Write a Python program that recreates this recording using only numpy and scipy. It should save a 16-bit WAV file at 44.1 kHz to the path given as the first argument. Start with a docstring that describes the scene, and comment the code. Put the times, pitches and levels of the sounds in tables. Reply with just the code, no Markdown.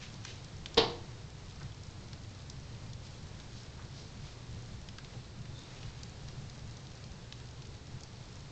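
"""A log fire in an open fireplace, one microphone close in front of the grate.
From the start the flames rumble in the hearth's hollow, the hot wood hisses and gas leaves the log
in soft spurts. At 0.8 s a pocket in the wood bursts with one loud pop that rings the firebox and
the room. Small crackles go on snapping at uneven moments; at 5.5 s a gas jet whistles faintly,
and the fire flares and crackles on to the end."""
import sys
import numpy as np
from scipy import signal
from scipy.fft import rfft, irfft, next_fast_len
from scipy.io import wavfile
from scipy.ndimage import uniform_filter1d, map_coordinates

SR = 44100
rng = np.random.default_rng(int(sys.argv[2]) if len(sys.argv) > 2 else 0)


def wav_out(sig):
    """Save sig, one row per channel (or a flat mono array), as 16-bit PCM at SR to the path in sys.argv[1]."""
    wavfile.write(sys.argv[1], SR, np.round(np.clip(np.atleast_2d(sig).T, -1, 1) * 32767).astype(np.int16))


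N = 375291


# spectrum of the flames at the grate: f/Hz, relative level/dB
FLAME_SPECTRUM = [(12, -9), (22, -8.5), (35, -9), (50, -11), (80, -9), (130, -4), (165, -11.5), (205, -15),
                  (250, -23), (400, -37), (900, -68)]
# low resonances of hearth and room: f/Hz, width/Hz, relative level/dB
HEARTH_MODES = [(64.9, 10.4, -1.5), (93.1, 12, -2), (117.6, 7.4, 1.5), (141.5, 15.3, -4.5), (193, 25, -13)]
# flares of the flame: t/s, level/dB above the steady burn
FLAME_FLARES = [(.12, 3.5), (.22, 4), (1.64, 6), (2.15, 3), (2.59, 3.5), (2.85, 4), (2.95, 2.5),
                (3.24, 3.5), (4.24, 3), (4.56, 7), (4.73, 4), (5.5, 4), (5.87, 6), (6.27, 5.5), (6.41, 5.5),
                (6.66, 8.5), (7.18, 1), (7.95, 5.5), (8.39, 2)]

def flames(burn_db=-48.5, flicker_db=1.2, flutter_db=1, flare_s=.04, puff_s=.12):
    """Turbulent burning drives the low resonances of the hearth in uneven puffs."""
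    def colour(f):
        hollow = sum(amp(db) ** 2 / (1 + (2 * (f - hz) / width) ** 2) ** 2
                     for hz, width, db in HEARTH_MODES)
        return np.sqrt(amp(along(FLAME_SPECTRUM, f)) ** 2 + hollow)
    roar = noise(colour, N)
    power = np.abs(uniform_filter1d(roar ** 2, int(puff_s * SR)))
    roar = roar / np.sqrt(power + 1e-9)  # evened out, so the flame alone sets each puff's size
    t = np.arange(N) / SR
    flare_db = sum(db * np.exp(-((t - s) / flare_s) ** 2) for s, db in FLAME_FLARES)
    return roar * amp(burn_db + flare_db + flicker_db * wobble(11) + flutter_db * wobble(25))


# the splits that make up the loud pop: t/s, relative level/dB
POP_SPLITS = [(0.7717, -6), (.7738, -5), (.7775, -0.5), (.780, 0), (.783, -6), (0.791, -19), (.796, -11)]
# spectrum of the bursting wood: f/Hz, relative level/dB
BURST_SPECTRUM = [(45, -5), (130, -10.5), (200, -3.5), (240, -7), (320, -0.5), (470, 2.5), (560, -10),
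                  (700, -1), (1100, -7), (1350, -14), (2600, -10.5), (2950, -4.5), (4700, -4.5),
                  (5600, -16), (7300, -30), (8500, -57)]
# modes of the firebox around the log: f/Hz, relative level/dB, t60/s
FIREBOX_MODES = [(126, -12, .9), (188, -16, .6), (318, -12, .5), (345, -6, .6), (382, -12, .45),
                 (435, -8, .5), (451, 1, .28), (475, 1, .45), (607, -10, .35), (707, -9, .33),
                 (735, -8, .42), (800, -13, .35), (906, -5, .38), (992, -12, .35), (1045, -11, .28),
                 (1104, -10, .38), (1143, -12, .3), (1422, -15, .3), (1770, -17, .38), (1915, -14, .26),
                 (2219, -14, .25), (3166, -6, .26), (3659, -11, .28), (3816, -6, .27), (3865, -9, .24),
                 (4084, -10, .38)]

def pop(split_db=-23.5, split_t60=.06, ring_db=-28, swell_s=.0013, room_db=-23.5):
    """A pocket bursts in a quick run of splits; the firebox rings and the room answers."""
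    t, out = np.arange(SR) / SR, np.zeros(N)
    colour = lambda f: amp(along(BURST_SPECTRUM, f))
    for s, db in POP_SPLITS:
        add(out, s, amp(split_db + db - 60 * t / split_t60) * noise(colour, SR))
    ring = sum(amp(db - 60 * t / t60) * np.sin(2 * np.pi * (hz * t + rng.random()))
               for hz, db, t60 in FIREBOX_MODES)
    ring *= 1 - np.exp(-t / swell_s)
    echo = filtered(room_tail(build_s=.0026), colour)
    echo = echo / np.std(echo[:SR // 10]) / 2  # rms 0.5 over the first 0.1 s
    first_blow_s = POP_SPLITS[1][0]  # the faint lead-in split hardly stirs the firebox
    add(out, first_blow_s, amp(ring_db) * ring + amp(room_db) * echo)
    return out


# clear snaps in the log: t/s, peak level/dB, centre f/Hz, knock size over snap size
LOG_SNAPS = [(.141, -40, 4400, 0), (.250, -32.5, 4320, 0.64), (.445, -40, 5100, 0),
             (0.659, -26.5, 3720, 0.28), (0.744, -35, 5170, 0.04), (1.6302, -42, 5100, 0),
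             (1.8342, -44, 5470, 0), (2.1308, -37.5, 4200, 0.35), (2.499, -36.5, 5770, 0),
             (2.9327, -39.5, 5100, 0.066), (3.4, -41.5, 4170, 0.43), (3.6334, -43, 5550, 0),
             (4.8868, -36.5, 3330, 0), (4.984, -36.5, 4500, 0.82), (5.046, -40, 3800, 0),
             (5.4545, -46, 3500, 1), (5.83, -38, 2790, 0), (6.0327, -35, 5000, 0.1),
             (6.2851, -38.5, 4600, 0.31), (6.4976, -39.5, 4900, 0), (6.769, -40.5, 5040, 0),
             (6.869, -40.5, 4200, 0), (7.04, -40.5, 4400, 0), (7.3241, -31.5, 3480, 0.24),
             (7.621, -40.5, 4400, 0), (8.0343, -37.5, 5700, 0)]

def crackles(tick_count=220, tick_db=-50.5, spread_db=1.9, tick_hz=4700, room_db=-12):
    """Clear snaps, some with a woody knock, over a scatter of tiny ticks, answered by the walls."""
    out = np.zeros(N)
    for s, db, hz, depth in LOG_SNAPS:
        octaves = max(.59 + .22 * np.log2(4500 / hz), .1)  # lower snaps spread wider
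        crack = snap(hz, t60=.02, ping=.23, octaves=octaves)
        knock = snap(1600, t60=.028, ping=.33, octaves=.78)  # from a crack deep in the log
        add(out, s, amp(db) * (crack + depth * knock))
    for when, size, pitch in rng.random((tick_count, 3)):
        strength = min(-np.log(1 - size), 3)  # most ticks are tiny
        tick = snap(tick_hz * 2 ** (pitch - .5), t60=.013)
        add(out, when * N / SR, amp(tick_db + spread_db * strength) * tick)
    echo = signal.fftconvolve(out, room_tail(build_s=.0042))[:N]
    return out + amp(room_db) * echo


def snap(hz, t60, ping=0, octaves=.66, attack_s=.00032):
    """One fibre breaks: a short coloured burst and the splinter's own ping, with peak 1."""
    t = np.arange(SR // 16) / SR
    fade = amp(-60 * t / t60) * (1 - np.exp(-t / attack_s))
    crack = noise(lambda f: hump(f, hz, octaves), len(t))
    tone = unit(np.sin(2 * np.pi * hz * t))
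    burst = fade * ((1 - ping) * crack + ping * tone)
    return burst / np.abs(burst).max()


# gas escaping from the log: peak t/s, relative level/dB, fall/s, centre f/Hz, spread/octaves
GAS_SPURTS = [(.035, -49, 0.049, 2860, .98), (.286, -49, 0.078, 3280, 0.85), (1.62, -54.5, .04, 1120, 0.79),
              (3.06, -57, 0.059, 4500, .73), (3.58, -55.5, .07, 4360, .5), (3.8, -57.5, .04, 1100, .73),
              (3.995, -55, 0.097, 4400, .5), (4.27, -56, .09, 3880, 0.8), (5.6, -63, 0.16, 3900, .17),
              (5.8, -58, .24, 2720, 0.99)]

def gas_spurts(gain_db=-1, sputter_db=1.5, rise_share=.62):
    """Each spurt swells, sputters and dies away as its pressure is spent."""
    t, out = np.arange(N) / SR, np.zeros(N)
    for s, db, fall_s, hz, octaves in GAS_SPURTS:
        before, after = np.minimum(t - s, 0), np.maximum(t - s, 0)
        flow = np.exp(-(before / (rise_share * fall_s)) ** 2 - after / fall_s)
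        out += amp(db) * flow * noise(lambda f: hump(f, hz, octaves), N)
    return out * amp(gain_db + sputter_db * wobble(150))


def gas_whistle(start_s=5.53, level_db=-57.5, rise_s=.012, fall_s=.18,
                low_hz=3500, climb_hz_per_s=1300, waver_hz=70):
    """One gas jet sings faintly in a narrow crack, its pitch climbing as it fades."""
    t = np.clip(np.arange(N) / SR - start_s, 0, 2)
    hz = low_hz + climb_hz_per_s * t + waver_hz * wobble(200)
    flow = (1 - np.exp(-t / rise_s)) * np.exp(-t / fall_s)
    tone = np.sin(2 * np.pi * np.cumsum(hz) / SR)
    return amp(level_db) * flow * unit(tone * (1 + wobble(80)))


# spectrum of the steady hiss: f/Hz, relative level/dB
HISS_SPECTRUM = [(100, 6), (280, 4.5), (450, 3.5), (600, 0), (900, -1.5), (1300, -4.5), (2000, -6),
                 (3000, -7.5), (4200, -5), (5300, -7.5), (6300, -10), (7400, -12), (8200, -22), (8900, -38)]
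# how hard the hot wood hisses: t/s, relative level/dB
HISS_DRIFT = [(1.1, -58), (1.22, -59), (3.96, -58), (5.43, -58.5), (5.71, -57), (6.13, -58), (7.3, -59),
              (8.5, -58.5)]

def wood_hiss(level_db=-54, drift_share=.8, flicker_db=.5):
    """The even hiss of hot wood over the quiet room, slowly rising and sinking."""
    sizzle_db = np.interp(np.arange(N) / SR, *np.transpose(HISS_DRIFT))
    drift_db = drift_share * (sizzle_db - sizzle_db.mean())
    hiss = noise(lambda f: amp(along(HISS_SPECTRUM, f)), N)
    return hiss * amp(level_db + drift_db + flicker_db * wobble(14))


# decay of the room behind the microphone: f/Hz, t60/s
ROOM_DECAY = [(120, 0.62), (300, 0.48), (1000, 0.52), (2500, 0.38), (4200, 0.36), (7000, .33)]

def room_tail(build_s):
    """Diffuse echoes of energy 1 that build up quickly, then die band by band."""
    hz, t, bands = signal.stft(rng.standard_normal(SR), SR, nperseg=256)
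    fade = amp(-60 * t / along(ROOM_DECAY, hz)[:, None])
    tail = signal.istft(bands * fade, SR, nperseg=256)[1][:SR]
    tail *= 1 - np.exp(-np.arange(SR) / SR / build_s)
    return tail / np.linalg.norm(tail)


def amp(db):
    """Decibels to gain."""
    return 10 ** (np.asarray(db) / 20)


def unit(x):
    """Scale to rms 1."""
    return x / np.sqrt(np.mean(x ** 2) + 1e-20)


def along(points, hz):
    """Read (f/Hz, value) points on a log frequency axis."""
    f, values = np.transpose(points)
    return np.interp(np.log(hz + 1), np.log(f), values)


def wobble(rate):
    """A smooth random curve, rate knots a second."""
    knots = rng.standard_normal(int(N * rate / SR) + 4)
    return map_coordinates(knots, [np.arange(N) * rate / SR])


def filtered(x, response):
    """Shape the spectrum of x by a gain that depends on frequency."""
    n = x.shape[-1]
    padded = next_fast_len(n + 2048)
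    gain = response(np.fft.rfftfreq(padded, 1 / SR))
    return irfft(rfft(x, padded) * gain, padded)[..., :n]


def noise(response, size):
    """Coloured noise of rms 1."""
    return unit(filtered(rng.standard_normal(size), response))


def hump(hz, centre, octaves, edge_hz=7400):
    """A spectral hump around a centre, with little left in the high treble."""
    return np.exp(-.5 * (np.log2((hz + 1) / centre) / octaves) ** 2) / (1 + (hz / edge_hz) ** 20)


def add(track, s, sound):
    """Mix a sound in at time s."""
    part = track[max(round(s * SR), 0):][:len(sound)]
    part += sound[:len(part)]


def scene():
    """The whole fire in mono, from in front of the grate."""
    return (flames() + pop() + crackles() + gas_spurts() + gas_whistle() + wood_hiss())[None]


def record(dry):
    """The recorder behind the microphone keeps nothing above its band limit."""
    top_hz = 8850
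    return filtered(dry, lambda hz: 1 / (1 + (hz / top_hz) ** 120))


dry = scene()
out = record(dry)
wav_out(out)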